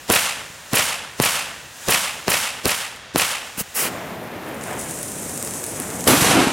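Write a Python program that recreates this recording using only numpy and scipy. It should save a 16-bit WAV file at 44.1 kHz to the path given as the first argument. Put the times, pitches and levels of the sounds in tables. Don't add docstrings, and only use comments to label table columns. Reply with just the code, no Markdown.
import sys
import numpy as np
from scipy import signal
from scipy.fft import rfft, irfft, next_fast_len
from scipy.io import wavfile
from scipy.ndimage import uniform_filter1d

SR = 44100
rng = np.random.default_rng(int(sys.argv[2]) if len(sys.argv) > 2 else 0)


def generate_wav(sig):
    pcm = np.round(np.clip(np.atleast_2d(sig).T, -1, 1) * 32767).astype(np.int16)
    wavfile.write(sys.argv[1], SR, pcm)


def rack_gain(trim_db):
    fader = np.asarray(trim_db, float)
    return 10 ** (fader / 20)


N = 287532
BLAST_S = 6.0765


def add(out, x, s):
    i = int(round(s * SR))
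    out[:, i:i + x.shape[-1]] += x[..., :N - i]


def on_log(table, hz):
    f, db = np.transpose(table)
    return np.interp(np.log(hz + 1), np.log(f), db)


def walk(rate, size):
    hold = int(SR / rate)
    steps = np.repeat(rng.standard_normal(size // hold + 1), hold)
    return 0.92 * uniform_filter1d(uniform_filter1d(steps, hold), hold)[:size]


# (frequency [Hz], side minus mid level [dB])
DIFFUSENESS = [(40, -24.5), (110, -17.5), (250, -17), (700, -22.5), (2000, -20.5), (4000, -30.5),
               (6500, -14), (9500, -20.5), (13000, -37), (16000, -32)]


def rush(rows, colour, wide_db, flicker_db, clump_db, clump_rate):
    s, *levels = np.transpose(rows)
    size = next_fast_len(int((s[-1] - s[0]) * SR))
    hz = np.arange(size // 2 + 1) * SR / size
    t = s[0] + np.arange(size) / SR
    mid, side = rfft(rng.standard_normal((2, size))) * rack_gain(on_log(colour, hz))
    side = side * rack_gain(on_log(DIFFUSENESS, hz) + wide_db)
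    pair = np.array([mid + side, mid - side])
    above = [1] + [1 / (1 + (edge / (hz + 1)) ** 10) for edge in (600, 4500, 11000)] + [0]
    clump = clump_db * walk(clump_rate, size)
    out = 0
    for k, db in enumerate(levels):
        band = irfft(pair * np.sqrt(above[k] - above[k + 1]), size)
        level_db = np.interp(t, s, db) + flicker_db * walk(13, size) + clump
        out = out + band / band.std() * rack_gain(level_db)
    return out


def follow(curve, tone_db, share=0):
    s, db, *extra_db = np.transpose(curve)[..., None]
    return np.hstack([s, db + tone_db + sum(extra_db) * np.array(share)])


def swells(events, start, end, tone_db, air_db_s, bend):
    t = np.arange(start, end, 1 / 1000)[:, None]
    lean = np.array((-0.69, -0.18, 0.71, 1.6))
    power = 1e-12
    for s, db, rise_s, fall_s, bright_db in events:
        away = np.where(t < s, (s - t) / rise_s, (t - s) / fall_s)
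        power = power + rack_gain(db - 20 * away ** bend + bright_db * lean) ** 2
    return np.hstack([t, 10 * np.log10(power) + tone_db - np.multiply(air_db_s, t - start)])


def ring(hz, t60, phase, size=2000):
    t = np.arange(size) / SR
    return np.cos(2 * np.pi * hz * t - phase) * rack_gain(-60 * t / t60)


def dull(x, hz):
    return signal.sosfilt(signal.butter(2, min(hz, 20000), fs=SR, output="sos"), x)


def burst(rise_s, fall_s, hz):
    t = (np.arange(2500) - 1000) / SR
    envelope = np.exp(np.where(t < 0, t / rise_s, -t / fall_s))
    mid, side = dull(rng.standard_normal((2, len(t))), hz) * envelope
    return mid + 0.32 * side * np.array([[1], [-1]])


# (frequency [Hz], spectral density [dB per Hz])
SMOULDER_COLOUR = [(24, -49), (40, -5), (61, -4.5), (124, -3), (163, -5.5), (320, -10), (585, -10),
                   (1240, -9.5), (1900, -5.5), (2100, -13), (2570, -9.5), (4460, -13.5), (7000, -4.5),
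                   (11600, -13), (16000, -14)]


def still_valley(out):
    still_db = (-50.5, -44.5, -62.5, -71)
    rows = [(0, *still_db), (N / SR, *still_db)]
    add(out, rush(rows, SMOULDER_COLOUR, wide_db=-7, flicker_db=1.5, clump_db=.5, clump_rate=33), 0)


# (time [s], level [dB])
SMOULDER = [(0, -44), (.5, -45.5), (.73, -42), (1.0, -61), (1.2, -42), (1.68, -45), (1.8, -40.5),
            (1.88, -33.5), (2.26, -43), (2.62, -47), (2.76, -54), (2.78, -36), (2.87, -47), (3.15, -69),
            (3.45, -43.5), (3.7, -43), (3.95, -43.5), (4.15, -54)]


def smoulder(out):
    rows = follow(SMOULDER, (-18, -3.5, -4.5, -9.5))
    add(out, rush(rows, SMOULDER_COLOUR, wide_db=-7, flicker_db=1.2, clump_db=1, clump_rate=33), 0)


# (time [s],
# level [dB], frequency [Hz])
POPS = [(0.096, -22, 500), (2.6468, -22, 382), (2.651, -25, 310), (2.6655, -13, 355), (3.148, -13.5, 286),
        (3.1542, -25, 294), (3.581, -21, 243), (3.61, -20, 190), (6.0704, -4.5, 490), (6.0841, -4.5, 384),
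        (6.0922, -11, 304), (6.1, -10, 334), (.5, -33.5, 150), (6.174, -16, 170), (6.219, -10, 150),
        (6.265, -14, 200), (6.301, -14, 259), (6.471, -8, 280)]


def pops(out):
    for s, db, hz in POPS:
        add(out, rack_gain(db + 2) * ring(hz, 5.5 / hz, np.pi / 2), s)


# (time [s], front level [dB], thump level [dB], echo level [dB], far slope level [dB])
BANGS = [
    (0.1006, -3, -20.5, 1, 2),
    (0.7338, -11, -14, 0.5, 1.5),
    (1.2003, 0.5, -9, -0.5, 3),
    (1.8854, -4.5, -16.5, 0.5, 0.5),
    (2.281, -1.5, -13.5, -1, 2.5),
    (2.656, -7, -18.5, -3, 0.5),
    (3.1596, 1.5, -11.5, -1, 1.5),
]
# (delay [s], level [dB], rise [s], fall [s], brightness [dB])
FOREST = [
    (.011, -22.5, 0.014, 0.052, -9.5),
    (.024, -26, .015, 0.014, 9.5),
    (.04, -17, 0.02, 0.014, -4),
    (.05, -21, 0.0071, 0.0084, 6.5),
    (.06, -15.5, 0.014, 0.036, -1),
    (.09, -22.5, 0.015, 0.041, 2.8),
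    (.122, -29, 0.037, 0.062, 5.5),
    (.155, -25, 0.078, 0.19, 3.5),
    (.29, -44, 0.062, 0.11, -26),
    (.33, -40.5, 0.45, 0.35, 1.5),
]
# (delay [s], level [dB], ring frequency [Hz])
TRUNKS = [
    (.0022, -18, 1100),
    (.008, -7, 744),
    (.0285, -4, 6000),
    (.0358, -5.5, 3000),
    (.0625, -9, 1700),
    (.0895, -13, 2600),
    (.1425, -19, 2450),
    (.173, -52, 2200),
]
# (frequency [Hz], spectral density [dB per Hz])
ECHO_COLOUR = [(24, -54), (40, -16), (231, -7.5), (345, -13.5), (412, -13.5), (455, -8.5), (615, -8),
               (770, -7.5), (896, -5), (2770, -4), (4240, -13), (9690, -12), (16000, -22)]


def bangs(out):
    answer = swells(FOREST, .002, .62, (-14.5, -0.5, -4.5, -6.5), (21.5, 6, 22.5, 104), bend=1.24)
    fixed = rush(answer, ECHO_COLOUR, wide_db=1, flicker_db=.8, clump_db=2.4, clump_rate=400)
    t = answer[0][0] + np.arange(fixed.shape[1]) / SR
    for k, (s, db, hz) in enumerate(TRUNKS):
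        side_db = np.array([[1.2], [-1.2]]) * (-1.0) ** k
        add(fixed, rack_gain(db) * ring(hz, 5 / hz, 0.74) * rack_gain(side_db), max(s - t[0], 0))
    lean_db = np.array([[-.3], [.3]])
    far = np.clip((t - .07) / .04, 0, 1)
    for s, front_db, thump_db, echo_db, far_db in BANGS:
        front = rack_gain(front_db + 2) * ring(350, .0066, 0) + rack_gain(thump_db) * ring(135, .05, 3.7)
        front[:4] = -.6 * np.array([0.29, 0.75, 0.55, .2])
        add(out, front * np.array([[1.05], [.95]]), s - 4 / SR)

        ragged_db = -12 - 0.55 * (thump_db + 10.5)
        rough = burst(0.00026, 0.0011, 14300)
        rough = rough + 0.23 * burst(0.012, 0.0066, 9000)
        rough = rough + 2.0 * burst(0.0051, 0.016, 660)
        add(out, rack_gain(ragged_db) * rough, s - 1000 / SR)

        stirred = rush(answer, ECHO_COLOUR, wide_db=1, flicker_db=1.4, clump_db=1.8, clump_rate=400)
        duck_db = -1.5 * max(thump_db + 15, 0) * np.exp(-(t / .016) ** 2)
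        level_db = echo_db + duck_db + far_db * far + lean_db
        add(out, (0.94 * fixed + 0.5 * stirred) * rack_gain(level_db), s + t[0])


# (time [s], peak level [dB], ring frequency [Hz])
SPARKS = [(4.2401, -29.7, 10100), (4.4888, -25, 10100), (4.5445, -24, 10800), (4.5524, -27.7, 10100),
          (4.6119, -22, 7800), (4.6386, -14.4, 9700), (4.675, -19.5, 10400), (4.7113, -20, 9100),
          (4.7308, -20, 8600), (4.7936, -13.4, 10100), (4.8139, -14.5, 9400), (4.9104, -12, 9600),
          (4.989, -14.8, 8800), (5.0301, -8.8, 10700), (5.1189, -13.7, 9100), (5.2955, -15.7, 8900),
          (5.3767, -10, 8800), (5.4269, -7.5, 9000), (5.4489, -12, 9500), (5.4751, -10.5, 8700),
          (5.5094, -13, 8500), (5.5377, -12.6, 8500), (5.6408, -7.5, 8800), (5.6646, -12, 10600),
          (5.8006, -6, 11400), (5.8201, -14.5, 8400), (5.9033, -14, 8400), (6.0082, -13, 7800),
          (6.0412, -10, 7900)]


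def sparks(out):
    start_s, grows_s = 4.42, .35
    late, luck, pitch = rng.random((600, 3)).T
    late = late * (BLAST_S - start_s)
    size_db = -31 - 4.5 * np.log(luck + 0.13) - 14 * np.clip(1 - late / grows_s, 0, 1)
    crackle = list(zip(start_s + late, size_db, 7000 + 3500 * pitch))
    stray = (2.962, -27, 8500)
    for s, db, hz in list(SPARKS) + crackle + [stray]:
        low = ring(.94 * hz, .002, np.pi / 2, size=300)
        high = ring(1.45 * hz, .001, np.pi / 2, size=300)
        click = np.diff(low + .22 * high, 2)
        click = click * rack_gain(db + 3) / np.abs(click).max()
        add(out, click * np.array([[1.08], [.92]]), s)
        add(out, rack_gain(-16) * click, s + 0.0024)


# (time [s], level [dB], rise [s], fall [s], brightness [dB])
PUFFS = [
    (3.578, -34, 0.006, .02, 3),
    (3.6, -27.5, 0.022, 0.027, 5),
    (3.755, -35, .012, 0.033, 9.5),
    (3.778, -28, .032, .075, 5.5),
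    (3.82, -26.5, 0.062, 0.057, 2.5),
    (3.862, -26, 0.053, 0.041, -5),
]
# (frequency [Hz], spectral density [dB per Hz])
PUFF_COLOUR = [(24, -76.5), (40, -17), (204, 8), (455, 3.5), (600, -3.5), (697, -8.5), (1370, -6),
               (2980, -7.5), (3470, -16.5), (13800, -1.5), (16000, 2)]


def puffs(out):
    rows = swells(PUFFS, 3.55, 3.95, (-11, -1, -0.5, -11), 0, bend=2.4)
    gas = rush(rows, PUFF_COLOUR, wide_db=-9, flicker_db=0.4, clump_db=0.6, clump_rate=240)
    add(out, gas, rows[0][0])


# (time [s], strength [dB], jet hiss [dB])
FLAME = [(3.74, -55, -2), (3.9, -36.5, 4.2), (4.1, -35, 0), (4.37, -36, 0.7), (4.52, -33, -1.5),
         (4.62, -35, 2), (4.74, -33, 3), (4.78, -32.5, -2), (5.0, -35, -5), (5.401, -32.5, -6.5),
         (5.7, -34, -5.5), (5.82, -30, -4), (6.091, -32, -6)]
# (frequency [Hz], spectral density [dB per Hz])
JET_COLOUR = [(25, -21), (45, -18), (90, -2), (250, 1.5), (600, -6.5), (1200, -12.5), (2200, -15.5),
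              (4600, -30.5), (6300, -21), (8600, -17), (10200, -18.5), (11800, -23), (14500, -20),
              (16200, -37)]
FUSE_LEFT_DB = np.array([[.25], [-.25]])


def flame(out):
    jet_share = (0.05, 1, .3, 0.74)
    rows = follow(FLAME, (-1.2, -0.5, -53, -15.5), jet_share)
    roar = rush(rows, JET_COLOUR, wide_db=-9, flicker_db=1.2, clump_db=0.7, clump_rate=91)
    add(out, roar * rack_gain(FUSE_LEFT_DB), FLAME[0][0])


# (time [s], level [dB])
SIZZLE = [(4.451, -68), (4.59, -53), (4.64, -40.5), (4.77, -46), (4.795, -31.5), (4.86, -38), (4.92, -34),
          (5.1, -36), (5.5, -33), (5.72, -34), (6.09, -35.5)]


def sizzle(out):
    rows = follow(SIZZLE, (-34, -38, 1, -22))
    hiss = rush(rows, JET_COLOUR, wide_db=-9, flicker_db=.8, clump_db=1.6, clump_rate=91)
    add(out, hiss * rack_gain(FUSE_LEFT_DB), SIZZLE[0][0])


# (time [s], level [dB], rise [s], fall [s], brightness [dB])
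BLAST = [
    (6.08, -16, 0.016, 0.23, 2.5),
    (6.09, -21.5, .015, 0.062, -18),
    (6.135, -20, 0.04, 0.042, -12),
    (6.235, -19, 0.17, 0.14, 3),
    (6.31, -16.5, .12, 0.13, -0.7),
    (6.365, -20, 0.064, 0.15, -14.5),
    (6.41, -20, 0.084, .4, -4),
]
# (frequency [Hz], spectral density [dB per Hz])
BLAST_COLOUR = [(24, -61), (40, -23), (151, -2), (194, -5.5), (269, 2), (556, -8), (852, -4.5),
                (1120, -5.5), (2770, -10), (4680, -22.5), (10200, -22), (14100, -27), (16000, -37)]


def blast(out):
    rows = swells(BLAST, BLAST_S - .02, N / SR, (-2.2, -1, -4.5, -7.5), (11, 2.5, 0.5, 62), bend=1.25)
    roll = rush(rows, BLAST_COLOUR, wide_db=1.0, flicker_db=-0.1, clump_db=1.5, clump_rate=170)
    add(out, roll * rack_gain(np.array([[-.3], [.3]])), rows[0][0])
    add(out, rack_gain(-7) * burst(.0008, 0.004, 15000), BLAST_S - 1000 / SR)


def scene():
    out = np.zeros((2, N))
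    for source in (still_valley, smoulder, pops, bangs, sparks, puffs, flame, sizzle, blast):
        source(out)
    return out


def low_pass(x):
    return signal.sosfilt(signal.butter(12, 16620, fs=SR, output="sos"), x)


def record(dry):
    x = signal.sosfilt(signal.butter(2, 48, "high", fs=SR, output="sos"), dry)
    ceiling = .93
    x = ceiling * x / (ceiling ** 6 + np.abs(x) ** 6) ** (1 / 6)
    x = signal.sosfilt(signal.ellip(8, .2, 70, 15950, fs=SR, output="sos"), x)
    return low_pass(x)


dry = scene()
out = record(dry)
generate_wav(out)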